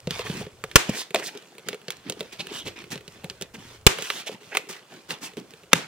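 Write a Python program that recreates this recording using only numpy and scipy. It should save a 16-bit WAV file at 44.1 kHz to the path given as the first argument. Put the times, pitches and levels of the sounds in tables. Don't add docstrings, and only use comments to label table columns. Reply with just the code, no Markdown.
import sys
import numpy as np
from scipy import signal
from scipy.fft import rfft, irfft, next_fast_len
from scipy.io import wavfile
from scipy.ndimage import uniform_filter1d, map_coordinates

SR = 44100
rng = np.random.default_rng(int(sys.argv[2]) if len(sys.argv) > 2 else 0)


def generate_wav(signal):
    frames = np.transpose(np.atleast_2d(signal))
    scaled = np.clip(frames, -1, 1) * 32767
    pcm = np.round(scaled).astype(np.int16)
    wavfile.write(sys.argv[1], SR, pcm)


N = 258911
AGE = np.arange(8192) / SR
HZ = np.fft.rfftfreq(8192, 1 / SR)

# (time [s], disc ring [dB], crack [dB], crack t60 [s],
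# tray knock [dB], knock frequency [Hz], thump [dB], thump frequency [Hz])
RELEASES = [(0.7571, -2, 1.5, 0.031, -18, 323, -3, 133.2), (3.8661, -2, -0.5, 0.029, -12.5, 396, -1, 140),
            (5.7315, -6.5, -6, 0.015, -18.5, 249, -28, 207)]
# (frequency [Hz], level [dB])
HISS_SPECTRUM = [(2500, -37.5), (4200, -1.5), (6000, 3.5), (9000, 0), (12000, -6.5), (15500, -7)]


def amp(db):
    return 10 ** (np.asarray(db) / 20)


def unit(x):
    return x / np.sqrt(np.mean(x ** 2) + 1e-20)


def blow(x, db):
    return unit(x) * amp(db) * np.sqrt(SR // 100 / x.shape[-1])


def fade(t60):
    return np.exp(-np.log(1000) * AGE / max(t60, .001))


def along(points, hz):
    f, v = np.transpose(points)
    return np.interp(np.log(hz + 1), np.log(f), v)


def band_db(hz, centre, octaves):
    return -14 * np.log10(1 + (np.log2((hz + 1) / centre) / octaves) ** 4)


def filtered(x, response):
    size = x.shape[-1]
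    padded = next_fast_len(size + 8192)
    return irfft(rfft(x, padded) * response(np.fft.rfftfreq(padded, 1 / SR)), padded)[..., :size]


def coloured(x, db):
    cepstrum = irfft(np.log(amp(db) + 1e-6))
    cepstrum[1:len(HZ) - 1] *= 2
    cepstrum[len(HZ):] = 0
    return irfft(rfft(x) * np.exp(rfft(cepstrum)))


def low_cut(x, hz):
    return signal.sosfilt(signal.butter(2, hz, 'high', fs=SR, output='sos'), x)


def pair(size, apart):
    return rng.standard_normal(size) + apart * rng.standard_normal((2, size))


def wobble(rate):
    knots = rng.standard_normal(int(N * rate / SR) + 4)
    return map_coordinates(knots, [np.arange(N) * rate / SR])


def add(track, s, x):
    start = round(s * SR)
    track[:, start:start + x.shape[-1]] += x[..., :N - start]


def gesture(start, attack, hold, t60=0.13):
    t = np.arange(int((attack + hold + 2 * t60) * SR)) / SR
    swell = np.sin(np.pi / 2 * np.minimum(t / max(attack, .002), 1)) ** 2
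    decay = np.exp(-np.log(1000) * np.maximum(t - attack - hold, 0) / t60)
    out = np.zeros((1, N))
    add(out, max(start, 0), swell * decay)
    return out[0]


def background():
    spectrum = [(30, -26.5), (75, -25.5), (120, -14), (170, -6), (300, -9.5), (410, -3), (550, -5),
                (850, -11.5), (1500, -13.5), (3000, -46.5), (7000, -23), (15500, -34)]
    return amp(-58.5) * unit(filtered(pair(N, apart=0.23), lambda hz: amp(along(spectrum, hz))))


def reverberation(x):
    decay_times = [(100, 0.12), (400, 0.26), (1500, 0.31), (4000, 0.29), (8000, 0.25), (15000, 0.23)]
    walls = [(40, -12.5), (110, -6), (250, 0), (1000, -2), (4000, -3), (15000, -7)]
    hz, t, spectra = signal.stft(pair(SR // 2, apart=2.6), SR, nperseg=256)
    spectra = spectra * amp(-60 * t / along(decay_times, hz)[:, None])
    tail = signal.istft(spectra, SR, nperseg=256)[1]
    tail *= 1 - np.exp(-(np.arange(tail.shape[1]) / SR / 0.023) ** 2)
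    tail = filtered(tail / np.linalg.norm(tail[0]), lambda f: amp(along(walls, f)))
    return signal.fftconvolve(x.mean(0)[None], tail, axes=1)[:, :N]


def friction(colour_db, apart, grain_db, grain_rate, patchy_db):
    slips = pair(N, apart) * amp(grain_db * wobble(grain_rate))
    spectra = signal.stft(slips, nperseg=512)[2]
    patches = uniform_filter1d(rng.standard_normal(spectra.shape[1:]), size=3, axis=0)
    patches = uniform_filter1d(patches, size=8, axis=1)
    slips = signal.istft(spectra * amp(patchy_db * unit(patches)), nperseg=512)[1][:, :N]
    return unit(filtered(slips, lambda hz: amp(colour_db(hz))))


def low_rumble():
    bends = [(0.0, 0.45, -47), (0.497, 0.76, -53), (1.897, 3.87, -55), (2.607, 2.698, -47.5),
             (5.0, 5.73, -67)]
    spectrum = [(15, -11), (30, -12), (70, -1.5), (120, 4.5), (220, -35)]  # (frequency [Hz], relative level [dB])
    growth_db_per_s, attack_s = 6, 0.06
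    t = np.arange(N) / SR
    strain = sum(amp(db + growth_db_per_s * np.minimum(t - end, 0))
                 * gesture(start, attack_s, end - start - attack_s) for start, end, db in bends)
    thump_tail = sum(amp(thump_db - 32) * gesture(s, 0, 0, t60=0.14) for s, *_, thump_db, _ in RELEASES)
    rumble = friction(lambda hz: along(spectrum, hz), apart=.2, grain_db=1.5, grain_rate=57, patchy_db=0)
    return (strain + thump_tail) * rumble


def tray_db(hz):
    resonances = [(2030, 930, -25.5), (2470, 130, -7), (2877, 120, 11.5), (3330, 53, 17), (7060, 48, -6),
                  (7730, 220, -14.5)]
    min_width_hz, max_lift_db = 150, 6
    peaks = sum(amp(db / 2) / (1 + ((hz - f) / max(width, min_width_hz)) ** 2)
                for f, width, db in resonances)
    return np.minimum(4.5 * peaks, max_lift_db)


def catches(per_second, spread_db):
    hits = (rng.random(N) < per_second / SR) * amp(spread_db * rng.standard_normal(N))
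    click = coloured(pair(len(AGE), apart=0.5) * fade(0.009), band_db(HZ, 4800, 1.2))
    return unit(signal.fftconvolve(hits[None], click, axes=1)[:, :N])


def stroke_gains():
    # (start [s], attack [s], hold [s], handling [dB], scrape [dB], hiss [dB])
    strokes = [(0.072, 0.077, 0.064, -42.5, -32.5, -40.5), (0.235, 0.026, 0.16, -36, -37, -41),
               (0.832, 0.06, 0.031, -35.5, -35.5, -45), (0.911, 0.072, 0.03, -39, -34, -30),
               (1.139, 0.016, 0.046, -30, -32.5, -39.5), (1.21, 0.052, 0.017, -45, -41.5, -31),
               (1.33, 0.023, 0.011, -41.5, -54, -66), (1.653, 0.02, 0.059, -44, -45, -55),
               (1.891, 0.021, 0.011, -38, -42, -62), (2.031, 0.055, 0.014, -35.5, -40, -66.5),
               (2.15, 0.024, 0.086, -44.5, -53.5, -64), (2.32, 0.0079, 0.0047, -39, -36.5, -40.5),
               (2.386, 0.013, 0.0092, -41, -42, -38.5), (2.476, 0.026, 0.01, -40, -40, -62),
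               (2.501, 0.057, 0.038, -53, -38, -37), (2.645, 0.028, 0.01, -34, -36.5, -37),
               (2.757, 0.0063, 0.049, -48, -42.5, -59), (2.9, 0.024, 0.007, -28.5, -31.5, -31.5),
               (3.233, 0.013, 0.011, -36, -57, -57), (3.408, 0.0075, 0.011, -41.5, -42.5, -52),
               (3.534, 0.01, 0.0062, -30.5, -44, -44.5), (3.584, 0.0077, 0.17, -50, -52, -55),
               (3.925, 0.078, 0.028, -39, -35, -42.5), (4.022, 0.026, 0.16, -53, -35.5, -36),
               (4.258, 0.017, 0.003, -58, -40, -31.5), (4.3, 0.029, 0.0095, -40, -41.5, -46),
               (4.403, 0.0074, 0.19, -49, -52, -56), (4.536, 0.017, 0.022, -43.5, -36, -39),
               (4.685, 0.0096, 0.015, -34, -34.5, -34), (4.72, 0.014, 0.039, -49, -45, -53),
               (4.881, 0.047, 0.04, -43, -50, -57.5), (5.08, 0.033, 0.012, -30.5, -29.5, -33),
               (5.203, 0.039, 0.023, -34, -35.5, -33), (5.366, 0.0073, 0.0095, -34, -42, -45),
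               (5.501, 0.0084, 0.0043, -42, -56, -63), (5.714, 0.008, 0.11, -34.5, -37, -53)]
    resting = (-57, -54, -58.5)
    gains = amp(np.array(resting)[:, None] - 2.5 * wobble(rate=8))
    for start, attack, hold, handling_db, scrape_db, hiss_db in strokes:
        push = gesture(start, attack, hold)
        hiss_push = gesture(start, attack, hold, t60=0.077)
        gains += [amp(handling_db) * push, amp(scrape_db) * push, amp(hiss_db) * hiss_push]
    return gains


def rubbing():
    handling_spectrum = [(40, -43.5), (75, -29), (115, -6.5), (180, 1.5), (270, -1), (410, 1.5),
                         (600, -10.5), (900, -8), (1500, -39.5)]
    scrape_spectrum = [(300, -38), (700, -2), (1200, 0), (2000, 0.5), (3100, -4.5), (4300, -2.5),
                       (6000, -8.5), (8500, -47.5)]
    handling, scrape, hiss = stroke_gains()
    rumble = low_rumble()
    body = handling * friction(lambda hz: along(handling_spectrum, hz),
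                               apart=0.3, grain_db=3.5, grain_rate=110, patchy_db=5.5)
    slide = scrape * friction(lambda hz: along(scrape_spectrum, hz) + tray_db(hz),
                              apart=0.96, grain_db=3.0, grain_rate=1100, patchy_db=2.6)
    sheen = hiss * friction(lambda hz: along(HISS_SPECTRUM, hz),
                            apart=1.0, grain_db=2.0, grain_rate=1100, patchy_db=1.6)
    grit = np.sqrt(handling * scrape) * catches(per_second=20, spread_db=6)
    surface = amp(-4.5) * slide + amp(-5) * sheen + amp(-15) * grit
    return rumble + amp(-4.5) * body + surface * amp([[-1], [1]])


def scuffs():
    drags = [(0.268, 0.0048, -29.5, 2050), (0.945, 0.01, -36, 2080), (1.002, 0.019, -32.5, 4130),
             (1.231, 0.0096, -35.5, 2000), (1.269, 0.014, -32.5, 4270), (1.286, 0.0087, -36.5, 2180),
             (2.406, 0.008, -27.5, 3210), (2.579, 0.037, -37, 3220), (2.675, 0.01, -34, 2980),
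             (2.929, 0.013, -41, 3240), (3.553, 0.0056, -39.5, 2220), (4.179, 0.032, -40, 3320),
             (4.278, 0.0083, -29, 2680), (4.53, 0.0096, -35, 1930), (4.555, 0.0044, -28.5, 1730),
             (5.244, 0.0093, -41, 2890)]
    out = np.zeros((2, N))
    middle = AGE[-1] / 2
    chatter = unit(1 + .5 * np.tanh(wobble(700)))
    for s, half, db, hz in drags:
        octaves = 0.46 * (0.0094 / half) ** 0.58
        case_db = db - 12.5 - 13.5 * np.log2(hz / 2700)
        drag = unit(filtered(pair(len(AGE), apart=0.16), lambda f: amp(band_db(f, hz, octaves))))
        case = unit(filtered(pair(len(AGE), apart=0.08), lambda f: amp(band_db(f, 560, 0.52))))
        swell = np.exp(-((AGE - middle) / half) ** 2 / 2)
        add(out, s - middle, swell * (amp(db) * drag * amp([[-2.5], [.5]]) + amp(case_db) * case))
    return out * chatter


def case_ring(low_hz, high_hz, centre_hz):
    modes = [(120, -1, 0.4), (168, 7, 0.051), (274, 9, 0.025), (360, 3, 0.0043), (418, -2, 0.055),
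             (532, -7, 0.076), (634.5, 3.5, 0.019), (728, -7.5, 0.19), (961, 16, 0.013)]
    max_t60_s = 0.1
    ring = np.zeros(len(AGE))
    for k, (hz, db, t60) in enumerate(modes):
        if low_hz <= hz < high_hz:
            gain = (-1) ** k * amp(db + band_db(hz, centre_hz, 0.32) + 2 * rng.normal())
            detuned_hz = hz * (1 + 0.044 * rng.normal())
            ring += gain * fade(min(t60, max_t60_s)) * np.sin(2 * np.pi * detuned_hz * AGE)
    return low_cut(ring, centre_hz * .6)


def contact(thud_db, knock_db, snap_db, fizz_db, snap_hz):
    flex_hz = 300
    slips = pair(len(AGE), apart=0.4) * fade(0.041) * (1 + 2 * fade(0.013))
    crack = unit(coloured(slips, band_db(HZ, snap_hz, 1.0)))
    spot = unit(np.sin(2 * np.pi * snap_hz * AGE) * fade(0.022))
    snap = blow(crack + 0.4 * spot, snap_db)
    fizz = blow(coloured(slips, along(HISS_SPECTRUM, HZ)), fizz_db)
    thud = blow(case_ring(0, flex_hz, centre_hz=165), thud_db)
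    knock_hz = 472 * 2 ** ((knock_db + 34.5) / 77)
    knock = blow(case_ring(flex_hz, SR, knock_hz), knock_db)
    return thud + knock + (snap + fizz) * amp([[-1.5], [1.5]])


def ticks():
    # (time [s], thud [dB], knock [dB], snap [dB], fizz [dB], snap frequency [Hz])
    taps = [(0.0724, -25, -28, -35, -58, 2760), (0.1078, -31, -39, -26.5, -38, 3410),
            (0.1929, -50, -28, -32, -40.5, 2740), (0.2986, -25, -37, -38.5, -53, 2640),
            (0.4108, -39, -34, -57, -54, 2700), (0.4665, -41, -37.5, -46.5, -66, 1810),
            (0.6393, -39.5, -33, -30, -36.5, 1390), (0.714, -60, -56, -39, -52, 2440),
            (0.8929, -17, -30, -33.5, -58, 2720), (0.8965, -20, -52, -54, -35, 3000),
            (1.1458, -53, -18, -21, -24.5, 2410), (1.1591, -54, -24, -23.5, -60, 2540),
            (1.198, -57, -36, -36, -38, 2060), (1.3743, -60, -56, -41, -64, 3820),
            (1.582, -66, -46, -44.5, -46.5, 2230), (1.6862, -50, -33, -26, -32, 2980),
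            (1.73, -65, -34, -35.5, -61, 2210), (1.7449, -65, -37.5, -40.5, -44, 2320),
            (1.8826, -40, -35, -33, -56, 2700), (1.9045, -58, -48, -28.5, -33, 3430),
            (2.0979, -54, -33.5, -27.5, -31, 3810), (2.1225, -59, -40.5, -36, -55, 3220),
            (2.2071, -43, -30.5, -30, -41, 2640), (2.4695, -50, -47, -37, -42.5, 2870),
            (2.8189, -48, -50, -49, -61, 1740), (2.8402, -49, -51, -44, -55, 2160),
            (2.9569, -38, -40.5, -41, -60, 3420), (2.977, -48, -60, -41.5, -58, 2600),
            (3.079, -44.5, -47.5, -40.5, -53, 2900), (3.2433, -33, -39, -38, -42, 2680),
            (3.299, -47, -70, -32.5, -60, 2860), (3.4121, -52, -37, -36, -40, 3400),
            (3.4223, -41.5, -39, -31.5, -38, 3600), (3.986, -54, -33.5, -33, -38, 2200),
            (4.0231, -61, -43, -30, -34, 3450), (4.1018, -61, -37, -22, -37, 2040),
            (4.293, -50, -32, -51, -60, 1400), (4.55, -58, -34, -29, -37, 1730),
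            (4.5704, -55, -34, -18.5, -22, 2050), (5.1064, -65, -39, -27, -39, 2750),
            (5.3699, -44, -39, -45, -51, 2100), (5.738, -28.5, -34, -38, -55, 2000),
            (5.756, -31.5, -46, -31, -55, 2000)]
    out = np.zeros((2, N))
    for s, *tap in taps:
        add(out, s, contact(*tap))
    for s in rng.uniform(0, (N - 1) / SR, size=32):
        db = -52 + 3.5 * rng.normal()
        add(out, s, contact(thud_db=db - 6.5, knock_db=db, snap_db=db, fizz_db=db - 5, snap_hz=2600))
    return out


def disc_ring(modes, grip_hz, apart):
    ring = np.zeros((2, len(AGE)))
    for hz, width, db in modes:
        phase = rng.uniform(0, 2 * np.pi) + apart * rng.standard_normal((2, 1))
        decay = np.exp(-np.pi * (width / 2 + grip_hz) * AGE)
        ring += amp(db) * decay * np.sin(2 * np.pi * hz * AGE + phase)
    return ring


def hub_releases():
    # (frequency [Hz], twice the free bandwidth [Hz], level [dB])
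    first_disc = [(558, 220, 11.5), (1110, 56, 8.5), (1385, 27, 14.5), (1613, 17, -1.5), (1650, 30, -1),
                  (1898, 50, -17.5), (2640, 57, 5.5), (2720, 48, 14), (3220, 88, 0), (3410, 140, -19.5),
                  (3830, 170, 7), (4420, 24, -11), (5160, 54, 8), (5100, 24, -16)]
    second_disc = [(1166, 170, 8), (1390, 52, -8), (1890, 69, 8.5), (2790, 13, -18), (3008, 24, 14),
                   (3440, 130, 18.5), (3810, 180, 13.5), (4360, 37, -10), (4970, 22, 8.5), (4640, 290, -34),
                   (5560, 31, -10), (5650, 67, -20), (7030, 17, 3), (6260, 28, -40.5)]
    third_disc = [(492, 140, 6.5), (1270, 46, -3.5), (1646, 85, 2.5), (2000, 15, -13), (2060, 57, -1.5),
                  (2450, 49, -14), (2680, 200, 12.5), (3455, 220, 7), (3670, 110, 3), (3950, 15, -21),
                  (4500, 190, -6)]
    crack_spectrum = [(200, -47), (450, -0.5), (750, 1.5), (1500, 3), (3000, 3), (5000, -3), (7000, -0.5),
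                      (10000, -7), (15500, -14.5)]
    crack_colour = along(crack_spectrum, HZ)
    direct, to_walls = np.zeros((2, 2, N))
    for release, disc in zip(RELEASES, (first_disc, second_disc, third_disc)):
        s, ring_db, crack_db, t60, knock_db, knock_hz, thump_db, thump_hz = release
        ring = blow(low_cut(disc_ring(disc, grip_hz=56.7, apart=0.46), hz=200), ring_db)
        crack = blow(coloured(pair(len(AGE), apart=0.74) * fade(t60), crack_colour), crack_db)
        rebound = np.sin(2 * np.pi * knock_hz * AGE) * fade(0.028)
        knock = blow(low_cut(rebound, hz=157), knock_db) * amp([[2], [-2]])
        push = np.sin(2 * np.pi * thump_hz * AGE + np.array([[1.5], [0]])) * fade(0.012)
        thump = blow(low_cut(push, hz=51), thump_db) * amp([[-4], [2.5]])
        add(direct, s, ring + crack + knock + thump)
        even_crack = blow(coloured(1. * (AGE == 0), crack_colour), (crack_db + ring_db) / 2)
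        add(to_walls, s, even_crack + knock + amp(-10) * thump)
    return direct, to_walls


def scene():
    releases, cracks = hub_releases()
    taps = ticks()
    rubs = rubbing() + scuffs()
    delay_s = np.array([[1], [-1]]) / SR
    direct = filtered(releases + taps + rubs, lambda hz: np.exp(-2j * np.pi * hz * delay_s))
    diffuse = reverberation(amp(-20) * taps + amp(-13.5) * rubs) + reverberation(amp(-15.5) * cracks)
    return direct + diffuse + background()


def record(dry):
    ceiling, top_hz = .97, 15800
    clipped = dry / (1 + np.abs(dry / ceiling) ** 8) ** (1 / 8)
    return filtered(clipped, lambda hz: 1 / (1 + (hz / top_hz) ** 120))


dry = scene()
out = record(dry)
generate_wav(out)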